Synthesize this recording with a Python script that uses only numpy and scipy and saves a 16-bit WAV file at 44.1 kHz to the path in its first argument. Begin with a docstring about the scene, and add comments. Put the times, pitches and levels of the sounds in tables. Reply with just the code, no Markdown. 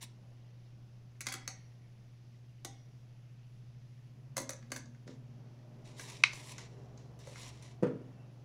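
"""A work table in a quiet room, where a small plastic camera is held by hand. Its casing clicks and rubs under
the fingers: bursts of contact noise through resonances. Something snaps once close by and the table takes dull
knocks: struck modes with noise. A power supply hums and whines as unsteady sines, a jar fizzes with tiny ringing
bubbles, faint whistles come and go, and far outside an engine drones past, slowly rising in pitch."""
import sys
import numpy as np
from scipy import signal
from scipy.fft import rfft, irfft, next_fast_len
from scipy.io import wavfile

SR = 44100
rng = np.random.default_rng(int(sys.argv[2]) if len(sys.argv) > 2 else 0)


def pcm_store(signal):
    """Save signal as 16-bit PCM."""
    levels = np.round(np.clip(np.atleast_2d(signal), -1, 1) * 32767)
    wavfile.write(sys.argv[1], SR, levels.astype(np.int16).T)


def volts_from_db(level):
    """Convert decibel levels to linear amplitude ratios."""
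    exponent = np.asarray(level, float) / 20
    return 10 ** exponent


N = 372387   # length in samples


def rms_one(x):
    """Scale to rms 1."""
    return x / np.sqrt(np.mean(x ** 2) + 1e-20)


def at_hz(points, hz):
    """Read a spectrum on a log-frequency axis."""
    point_hz, value = np.array(points).T
    return np.interp(np.log(hz), np.log(point_hz), value)


def cut(x, hz, kind, order=2):
    """Butterworth filter."""
    return signal.sosfilt(signal.butter(order, hz, kind, fs=SR, output="sos"), x)


def drift(rate):
    """Slow random wander of spread 1: noise low-passed near rate (Hz), drawn every 40 samples."""
    r = np.exp(-80 * np.pi * rate / SR)
    slow = signal.lfilter([1], [1, -2 * r, r * r], rng.standard_normal(N // 40 + 4002))
    slow = slow[4000:]   # leave out the settling of the filter
    return np.interp(np.arange(N) / 40, np.arange(len(slow)), rms_one(slow - slow.mean()))


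def coloured(spectrum, patchy_db):
    """Noise with the given spectrum, rms 1; each octave swells and sinks on its own by patchy_db."""
    size = next_fast_len(N)
    hz = np.arange(size // 2 + 1) * SR / size + 1e-3
    shaped = rfft(rng.standard_normal(size)) * volts_from_db(at_hz(spectrum, hz))
    octave = np.clip(np.floor(np.log2(hz / 100)), 0, 6)
    parts = (irfft(shaped * (octave == k), size)[:N] * volts_from_db(patchy_db * drift(3.215)) for k in range(7))
    return rms_one(sum(parts))


def wavering(hz, level_db, wobble_hz, wobble_db, rate):
    """A sine whose pitch and level wander at about the given rate per second."""
    phase = 2 * np.pi * np.cumsum(hz + wobble_hz * drift(rate)) / SR
    level = np.sqrt(2) * volts_from_db(level_db + wobble_db * drift(rate))
    return level * np.sin(phase + rng.uniform(0, 2 * np.pi))


def swelling(tones, wobble_hz, wobble_db, rate):
    """Unsteady tones that rise out of silence and sink back."""
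    out, t = 0, np.arange(N) / SR
    for start, loudest, end, start_hz, end_hz, level_db in tones:
        swell = np.interp(t, [start, loudest, end], [0, 1, 0])
        glide_hz = np.interp(t, [start, end], [start_hz, end_hz])
        out = out + swell * wavering(glide_hz, level_db, wobble_hz, wobble_db, rate)
    return out


def mode(x, hz, t60):
    """A unit click sets a decaying sine ringing, of height 1 before decay."""
    r, w = volts_from_db(-60 / (t60 * SR)), 2 * np.pi * hz / SR
    return signal.lfilter([0, np.sin(w)], [1, -2 * r * np.cos(w), r * r], x)


def struck(blows, modes, spread_db, sense=-1):
    """Every blow rings each mode with a strength of its own, tilted by hardness; mode k is scaled by sense ** k."""
    s, db, hardness = np.transpose(blows)
    at, out = np.round(s * SR).astype(int), np.zeros(N)
    for k, (hz, level_db, t60) in enumerate(modes):
        hits = np.full(N - at[0], 1e-18)
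        tilt_db = hardness * np.log2(hz / 300)
        hits[at - at[0]] = volts_from_db(db + level_db + tilt_db + spread_db * rng.standard_normal(len(at)))
        out[at[0]:] += sense ** k * mode(hits, hz, t60)
    return out


def bursts(blows, decay_s):
    """Noise that starts at each blow and dies away."""
    starts = np.full(N, 1e-18)
    starts[[round(s * SR) for s, db, *rest in blows]] = volts_from_db([db for s, db, *rest in blows])
    decaying = signal.lfilter([1], [1, -np.exp(-1 / (decay_s * SR))], starts)
    return decaying * rng.standard_normal(N)


CLUSTER_SPREAD = 0.045   # side peaks lie this fraction off the middle one
CLUSTER_SHIFT_DB, CLUSTER_SIDES_DB = 2.5, -5.5


def casing(x, resonances, ring_db, freed=((0,),)):
    """Contact noise, direct and through body resonances: clusters of three the shifting fingers favour in turn."""
    out, (since, *gains_db) = x.copy(), np.transpose(freed)
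    grip = np.searchsorted(since, np.arange(N) / SR, side="right") - 1
    for k, (hz, width, level_db) in enumerate(resonances):
        r = np.exp(-np.pi * width / SR)
        drive = x * volts_from_db(gains_db[k])[grip] if k < len(gains_db) else x
        for side in (-1, 0, 1):
            w = 2 * np.pi * hz * (1 + side * CLUSTER_SPREAD) / SR
            favoured = drive * volts_from_db(CLUSTER_SHIFT_DB * drift(12.0) + CLUSTER_SIDES_DB * abs(side))
            peak = signal.lfilter([(1 - r * r) / 2, 0, (r * r - 1) / 2], [1, -2 * r * np.cos(w), r * r], favoured)
            out += (-1) ** k * volts_from_db(ring_db + level_db) * peak
    return out


def toned(envelopes, ranges):
    """Contact noise in six ranges, each under its own envelope."""
    noise, out = envelopes * rng.standard_normal((len(ranges), N)), 0
    for part, (low_hz, high_hz, db) in zip(noise, ranges):
        out = out + volts_from_db(db) * cut(part, [low_hz, high_hz], "band", order=3)
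    return out


# spectrum of the still room: f/Hz, relative density/dB
ROOM_TONE_COLOUR = [(20, -2.5), (30, 6), (42, -10.5), (65, 1.5), (100, -2.5), (160, 3), (260, -7),
                    (500, -20.5), (1000, -23.5), (2000, -23), (2700, -22), (3200, -24), (4000, -27),
                    (5000, -25), (6000, -26), (6900, -32), (8000, -38.5), (12000, -39.5), (16000, -43.5)]


def room_tone():
    """The quiet room itself: steady coloured noise whose octaves waver slightly."""
    return volts_from_db(-64.5) * coloured(ROOM_TONE_COLOUR, patchy_db=0.7)


def supply():
    """Twice the mains frequency from the transformer core, and a thin unsteady switching whine."""
    hum = wavering(119.95, -54, wobble_hz=0.018, wobble_db=0.5, rate=0.82)
    whine = wavering(10180, -96.5, wobble_hz=25.24, wobble_db=2.5, rate=6.7)
    return hum + whine


# the engine draws nearer: t/s, drone level/dB, rumble level/dB
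ENGINE_APPROACH = [(0.0, -70.5, -70.5), (1.6, -68, -71), (3.1, -64, -71), (3.8, -57.5, -69),
                   (5.3, -58.5, -66.5), (5.9, -62.5, -61), (7.2, -60.5, -62), (8.44, -59.5, -61.5)]
# side tones that swell and fade: start t/s, loudest t/s, end t/s, start f/Hz, end f/Hz, level/dB
ENGINE_SIDE_TONES = [(5.6, 7.3, 8.4, 69, 70.5, -66), (3.5, 4.8, 6.9, 229, 236, -64),
                     (5.2, 6.8, 8.1, 397, 404, -68.5), (5.8, 7.0, 8.2, 469, 473, -74),
                     (5.1, 5.9, 7.6, 603, 620, -71.5), (5.8, 7.1, 8.8, 698, 707, -77)]
# spectrum of the rumble: f/Hz, relative density/dB
ENGINE_RUMBLE_COLOUR = [(88, -34), (150, 1), (300, -4), (402, -6), (434, -8), (614, -8), (746, -11),
                        (2000, -28), (2600, -65), (4400, -120)]
DRONE_HZ, DRONE_RISE_HZ_PER_S = 128.9, 1.5


def engine():
    """Far engine: a rising drone, side tones that come and go, and a dull rumble, shaken by the air between."""
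    t = np.arange(N) / SR
    s, *levels_db = np.transpose(ENGINE_APPROACH)
    drone_db, rumble_db = [np.interp(t, s, db) for db in levels_db]
    drone = wavering(DRONE_HZ + DRONE_RISE_HZ_PER_S * t, drone_db, wobble_hz=1.49, wobble_db=2.5, rate=2.7)
    rumble = volts_from_db(rumble_db + 1.4 * drift(0.97)) * coloured(ENGINE_RUMBLE_COLOUR, patchy_db=0.0)
    return drone + swelling(ENGINE_SIDE_TONES, wobble_hz=2.5, wobble_db=2.5, rate=7.6) + rumble


FIZZ_PER_S, FIZZ_DB = 300, -83   # base rate of the bubbles, rms level of the fizz
FIZZ_CYCLES = 50   # periods until a bubble has died by 60 dB


def fizz():
    """Tiny gas bubbles in the jar burst at random, in clumps, each ringing briefly at one of 16 pitches."""
    bursting = rng.random(N) < FIZZ_PER_S * volts_from_db(4 * drift(4.0)) / SR
    sizes = volts_from_db(3.5 * np.minimum(rng.exponential(1, N), 2)) * bursting
    dealt = rng.integers(0, 16, N)
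    pitches = np.geomspace(1800, 6500, 16)
    rings = (mode(sizes * (dealt == k) + 1e-18, hz, FIZZ_CYCLES / hz) for k, hz in enumerate(pitches))
    return volts_from_db(FIZZ_DB) * rms_one(sum(rings))


# strokes of fingers and cloth; a row that ends before it starts is silent:
# start t/s, loudest t/s, end t/s, relative level/dB, treble level/dB, top level/dB (both re the stroke)
RUB_STROKES = [(0.006, 0.029, 0.057, -48.5, -5.5, -11), (5.061, 5.085, 5.18, -64.5, -30, -29),
               (5.842, 5.862, 6.03, -62.5, -14, -33), (5.963, 5.994, 6.2, -54.5, -8, -18),
               (6.073, 6.104, 6.34, -60, -12, -27), (6.304, 6.343, 6.47, -55.5, -8, -18),
               (6.363, 6.47, 6.59, -58, -6, -21), (6.47, 6.525, 6.53, -55.5, -6, -15),
               (6.5, 6.537, 6.68, -64, -19, -30), (6.58, 6.582, 6.68, -57.5, -14.5, -35),
               (6.613, 6.68, 7.13, -74, -27, -35), (6.968, 6.987, 7.1, -72.5, -31, -32.5),
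               (7.191, 7.198, 7.28, -62.5, -13, -23), (7.213, 7.287, 7.73, -59, -11.5, -26),
               (7.348, 7.366, 6.7, -57.5, -10.5, -23), (7.356, 7.404, 7.48, -55, -10.5, -21),
               (7.43, 7.49, 7.508, -57.5, -11, -24), (7.493, 7.508, 7.05, -67, -22, -32),
               (7.62, 7.628, 7.78, -64, -12, -34)]
# levels of the three ranges under the main one: relative level/dB
RUB_LOW_LEVELS = [-18.5, -20.5, -6.5]
# ranges of the rubbing noise: low f/Hz, high f/Hz, relative level/dB
RUB_NOISE_RANGES = [(201.4, 360, 21), (430, 1150, 19.5), (1750, 2900, 10), (2900, 6850, 3),
                    (6760, 10700, 9.5), (11000, 15900, 6)]
# resonances of what is rubbed: f/Hz, width/Hz, relative level/dB
RUBBED_RESONANCES = [(1000, 120, 2), (2480, 170, 2.5), (3860, 26, 2.5), (4770, 86, -3), (5930, 250, -5.5),
                     (6330, 250, -1.5), (6890, 130, -7), (8966, 130, -8.5)]
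RUB_FULLNESS = 0.76   # power of the swell: small holds the stroke up, large makes it pointed
RUB_BRIGHTENS = 1   # extra power of the swell in the treble


def rubbing():
    """Skin dragging over the shell: dense uneven grains under each stroke, brightest at its height."""
    envelopes, t = np.full((len(RUB_NOISE_RANGES), N), 1e-9), np.arange(N) / SR
    for start, loudest, end, level_db, treble_db, top_db in RUB_STROKES:
        swell = np.interp(t, [start, loudest, end], [0, 1, 0]) ** RUB_FULLNESS
        envelopes[:4] += volts_from_db(level_db + np.array([*RUB_LOW_LEVELS, 0]))[:, None] * swell
        envelopes[4:] += volts_from_db(level_db + np.array([[treble_db], [top_db]])) * swell ** (1 + RUB_BRIGHTENS)
    own_grain = np.array([drift(40) for band in RUB_NOISE_RANGES])
    grain = volts_from_db(2.0 * drift(150.28) + 0.8 * drift(28) + 0.71 * own_grain)
    return volts_from_db(1.0) * casing(toned(envelopes * grain, RUB_NOISE_RANGES), RUBBED_RESONANCES, ring_db=0.0)


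# how long the echo takes to die by 60 dB: f/Hz, t60/s
ECHO_T60 = [(200, 0.46), (1000, 0.32), (2000, 0.32), (5000, 0.29), (12000, 0.067)]


def room_echo(x):
    """Diffuse echo tail: noise that fades in within 4.8 ms and dies away band by band."""
    t, tail = np.arange(SR // 2) / SR, 0
    edges = 100 * 2.0 ** np.arange(0, 7.6, 0.5)
    for low, high in zip(edges, edges[1:]):
        band = cut(rng.standard_normal(len(t)), [low, high], "band")
        tail = tail + band * volts_from_db(-60 * t / at_hz(ECHO_T60, low))
    tail = tail * np.clip(t / 0.0048, 0, 1)
    return signal.fftconvolve(x, tail / np.sqrt(np.sum(tail ** 2)))[:N]


# casing clicks: t/s, relative level/dB, then thump, body and treble level/dB re the click
CASING_CLICKS = [(1.2066, -37.5, -17, -5.5, -4), (1.2121, -39.5, -20, -16, -8), (1.259, -48, -17, -2, -7),
                 (1.267, -26.5, -22, -6.5, -12.5), (1.2855, -32.5, -20, -8.5, -11),
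                 (1.2965, -46, -17, -8, -15), (1.307, -44, -25, -9, -13), (1.318, -43, -17, -1, -14),
                 (1.323, -38, -33, -3.5, 0.5), (1.3385, -35, -12, -3, -5), (1.351, -46, -8.5, -12, -7),
                 (1.4765, -29, -20.5, -11, -10), (2.6475, -32, -13, -16, -7.5), (4.363, -51, -20, 2, -14),
                 (4.367, -30, -20.5, -6, -4.5), (4.378, -27.5, -18, -8, -7), (4.387, -42, -20, -6, -10),
                 (4.401, -44, -3.5, -18, -1), (4.416, -49.5, -2.5, -20, 3), (4.4922, -33.5, -22, -9, -5.5),
                 (4.504, -41, -17, -5.5, -4), (4.5323, -44, -26, -9, -12), (4.6255, -58, 5, 4, -33),
                 (4.703, -54, -2, -4, -15), (4.718, -29.5, -15, -6.5, -10),
                 (4.7615, -35.5, -13.5, -2, -11.5), (4.8563, -51.5, -25, -15, -27),
                 (4.947, -66, -4, 5, -23), (5.076, -50, 10.5, -2, -17), (5.995, -37.5, -14, -4, -16),
                 (6.098, -40.5, -25, -13, -13), (6.332, -36.5, -18, -19, -27), (6.581, -38.5, -32, -5, -20),
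                 (6.975, -52, -9.5, -10.5, -33), (7.1897, -56, -9, -4, -7), (7.271, -46.5, -14.5, -6, -16),
                 (7.357, -49, -10, 2.5, -24), (7.624, -48.5, -19, -9.5, -11)]
# level of the hollow knock under clicks from each time on: from t/s, level/dB re the click
HOLLOW_KNOCK_LEVELS = [(0.0, -26.5), (2.0, -20.5), (4.0, -17.5), (4.55, -18.5), (5.0, -13), (5.5, -19.5),
                       (7.25, -4.5), (7.3, -22.5)]
# loose parts chatter after a jolt: start t/s, length/s, relative level/dB
CHATTER_BOUTS = [(4.388, 0.05, -59), (4.725, 0.06, -52)]
# chatter colour: relative level/dB in each of the six click ranges
CHATTER_RANGE_LEVELS = [-18, -19, -27, -9, -9, -11]
# ranges of the click noise: low f/Hz, high f/Hz, relative level/dB
CLICK_RANGES = [(201.4, 360, 21), (430, 1210, 19.5), (1050, 2660, 10), (3500, 6850, 3.5),
                (6760, 10700, 9.5), (11000, 15900, 6)]
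# resonances of the casing: f/Hz, width/Hz, relative level/dB
CASING_RESONANCES = [(247, 12, -0.5), (543, 57, 4.5), (1604, 85, -1), (1830, 130, -1.5), (2090, 140, 2.5),
                     (3333, 80, -2), (4580, 110, -5), (5220, 72, -4), (6305, 170, 1.5), (8520, 160, -1.5),
                     (10150, 118, -13), (11590, 180, -14)]
# the grip damps or frees the seven lowest resonances: from t/s, seven relative levels/dB
GRIP_DAMPING = [(0.0, 2, -2, -11.5, -8, 2, 4, -4), (1.25, 5, 4, -1, -12, -4.5, 8, 3),
                (1.4, 1, 1.5, -2, -13, 2, 3.5, -17), (2.0, 3.3, -1, -12, -1, 6, 8, -14),
                (4.0, 4.2, 5, -1, 2.5, -6, -21, -10), (4.45, 2, 2, -4, 2, -10.5, -30, -19),
                (4.6, 3.1, 2.5, 1.5, 2, -11, -16, -1), (5.5, 0.33, -2.5, -3, -2.5, -3, -3.5, -7)]
CLICK_RISE_S, CLICK_DECAY_S = 0.00087, 0.0046
CLICK_SPIKE_S, CLICK_SPIKE_DB = 0.00087, 1.5   # the hard first touch
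CLICK_TOP_DB, CLICK_TOP_FOLLOWS = -5.5, 1.2   # the top range follows the treble, more steeply
CHATTER_GAP_S, CHATTER_SPREAD_DB = 0.0075, 4


def clicks():
    """Each click is a few milliseconds of chattering contact that starts at once and dies fast."""
    envelopes, t = np.full((len(CLICK_RANGES), N), 1e-9), np.arange(SR // 16) / SR
    spike = volts_from_db(CLICK_SPIKE_DB) * np.exp(-t / CLICK_SPIKE_S)
    shape = np.minimum(t / CLICK_RISE_S, 1) * (np.exp(-t / CLICK_DECAY_S) + spike)
    contacts = []
    for s, db, thump, body, treble in CASING_CLICKS:
        knock = [level for since, level in HOLLOW_KNOCK_LEVELS if since <= s][-1]
        top = CLICK_TOP_FOLLOWS * treble + CLICK_TOP_DB
        contacts.append((s, db + np.array([thump, knock, body, 0, treble, top])))
    for start, length, db in CHATTER_BOUTS:
        after = np.cumsum(CHATTER_GAP_S * rng.uniform(0.5, 1.5, 16))
        sizes = rng.standard_normal((16, len(CLICK_RANGES)))
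        for s, size in zip(after, sizes):
            if s < length:
                contacts.append((start + s, db + CHATTER_SPREAD_DB * size + CHATTER_RANGE_LEVELS))
    for s, colour_db in contacts:
        i = round(s * SR)
        envelopes[:, i:i + len(t)] += volts_from_db(colour_db)[:, None] * shape
    noise = toned(envelopes, CLICK_RANGES)
    return volts_from_db(-5.0) * casing(noise, CASING_RESONANCES, ring_db=3.5, freed=GRIP_DAMPING)


# thin parts inside the casing: f/Hz, relative level/dB, t60/s
THIN_PARTS = [(1625, -55, 0.15), (1860, -56, 0.67), (2020, -63, 0.6), (2180, -59.5, 0.68), (2260, -62, 0.5),
              (1034, -42, 0.085), (757, -31.5, 0.089), (3100, -58, 0.43), (3324, -50, 0.27),
              (3550, -58, 0.48), (4460, -56, .35), (5170, -56, 0.45), (5760, -57, 0.73),
              (6550, -54.5, 0.157)]
FIRM_GRIP_S = 3.5   # from here a firmer grip damps the thin parts: clicks no longer excite them


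def inner_ring(taps):
    """Thin parts inside ring on after the early clicks, buzzing against their seats."""
    loose = cut(taps * (np.arange(N) < FIRM_GRIP_S * SR), 610, "high")
    return sum(volts_from_db(db + 4.0) * drift(28) * mode(loose, hz, t60) for hz, db, t60 in THIN_PARTS)


# faint far whistles: start t/s, loudest t/s, end t/s, start f/Hz, end f/Hz, level/dB
FAR_WHISTLES = [(1.72, 1.82, 1.95, 1900, 1850, -84), (1.75, 1.85, 1.97, 2250, 2200, -85),
                (8.1, 8.2, 8.38, 2720, 2620, -79)]


def whistles():
    """Brief falling tones, roughened by fast wander of pitch and level."""
    return swelling(FAR_WHISTLES, wobble_hz=80, wobble_db=4.0, rate=130)


# knocks on the table: t/s, relative level/dB, hardness as tilt/dB per octave
TABLE_KNOCKS = [(5.068, -52, -6), (5.092, -47.5, -5), (7.8255, -29, -3), (7.8315, -23, 0),
                (7.8675, -33, 6.5), (7.955, -45.5, -4), (8.015, -48, -7)]
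# modes of the table: f/Hz, relative level/dB, t60/s
TABLE_MODES = [(130, -4, 0.094), (158, -10, 0.16), (205, -3.5, 0.096), (261, 2, 0.19), (277.5, -10, 0.3),
               (326, 1.5, 0.093), (396, 0.5, 0.088), (429, 0.5, 0.11), (485, 1, 0.12), (530, -0.5, 0.066),
               (576, -14, 0.11), (700, -16, 0.13), (215.5, -15, 0.31), (346.4, -16, 0.4), (475, -17, 0.27)]


def knocks():
    """Soft blows: the table top rings low, with a woody slap above it and a faint tick at first touch."""
    ring = struck(TABLE_KNOCKS, TABLE_MODES, spread_db=2.0, sense=0.99)
    ring = cut(cut(ring, 125, "high", order=4), 570, "low", order=4)
    slap = bursts(TABLE_KNOCKS, decay_s=0.024)
    long_slap = volts_from_db(-16) * bursts(TABLE_KNOCKS, decay_s=0.058)
    woody = cut(slap + long_slap, [800, 1700], "band") + volts_from_db(-18.5) * cut(slap, [1600, 2700], "band")
    tick = cut(bursts(TABLE_KNOCKS, decay_s=0.0088), [4500, 9500], "band", order=4)
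    return volts_from_db(-5.5) * ring + volts_from_db(-9.5) * woody + volts_from_db(-29.5) * tick


# modes of the snapping part: f/Hz, relative level/dB, t60/s
SNAP_MODES = [(1020, -12.5, 0.011), (1174, -12.5, 0.015), (1520, -6.5, 0.0084), (1880, -10, 0.016),
              (2158, -3.5, 0.022), (2056, -24, 0.083), (2190, -34, 0.18), (2225, -30.5, 0.18),
              (2300, -29, .12), (2525, 0, 0.013), (2730, -3.5, 0.015), (2900, -6, 0.01),
              (3260, -14.5, 0.011), (3760, -31.5, 0.13), (3860, -9.5, 0.0087), (3960, -25, 0.11),
              (4120, -10, 0.012), (4442, -11, 0.0083), (5050, -12.5, 0.011), (6150, -18, 0.018),
              (7350, -27.5, .01), (7170, -25, 0.0098), (8800, -24.5, 0.018), (9520, -27.5, 0.0072)]
SNAP_S, SNAP_DB = 6.2363, -8.5   # moment, reference level of its parts


def snap():
    """A catch lets go: a small push, full release a millisecond later, a broad crack, then loose parts rattle."""
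    blows = [(SNAP_S, SNAP_DB - 11.0, 0), (SNAP_S + 0.000875, SNAP_DB + 0.5, 0)]
    release = struck(blows, SNAP_MODES, spread_db=0.5)
    # the part is too small to radiate bass
    release = cut(cut(release, 650, "high", order=4), 9900, "low", order=3)
    crack = cut(bursts([(SNAP_S, SNAP_DB - 8.5)], decay_s=0.0032), [1200, 5500], "band", order=3)
    rattle = cut(bursts([(SNAP_S + 0.0043, SNAP_DB - 24.5)], decay_s=0.04), [1300, 5500], "band", order=3)
    return release + crack + rattle


def scene():
    """Handling close to the microphone, its echo, and the background."""
    background = room_tone() + supply() + engine() + fizz() + whistles()
    rubs, taps, thud, release = rubbing(), clicks(), knocks(), snap()
    inner = inner_ring(taps)
    sent = volts_from_db(-7.5) * taps + volts_from_db(-13.5) * rubs + volts_from_db(-7.5) * inner + volts_from_db(-18) * release + volts_from_db(-8.5) * thud
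    return (taps + volts_from_db(-17.0) * inner + rubs + release + thud + room_echo(sent) + background)[None]


def roll_off(x):
    """The treble ends steeply here."""
    return signal.sosfilt(signal.butter(12, 16500, fs=SR, output="sos"), x)


def record(dry):
    """The top is cut steeply at 16.7 kHz to finish the mix."""
    mix = signal.sosfilt(signal.cheby2(10, 50, 16700, fs=SR, output="sos"), dry)
    return roll_off(mix)


dry = scene()
out = record(dry)
pcm_store(out)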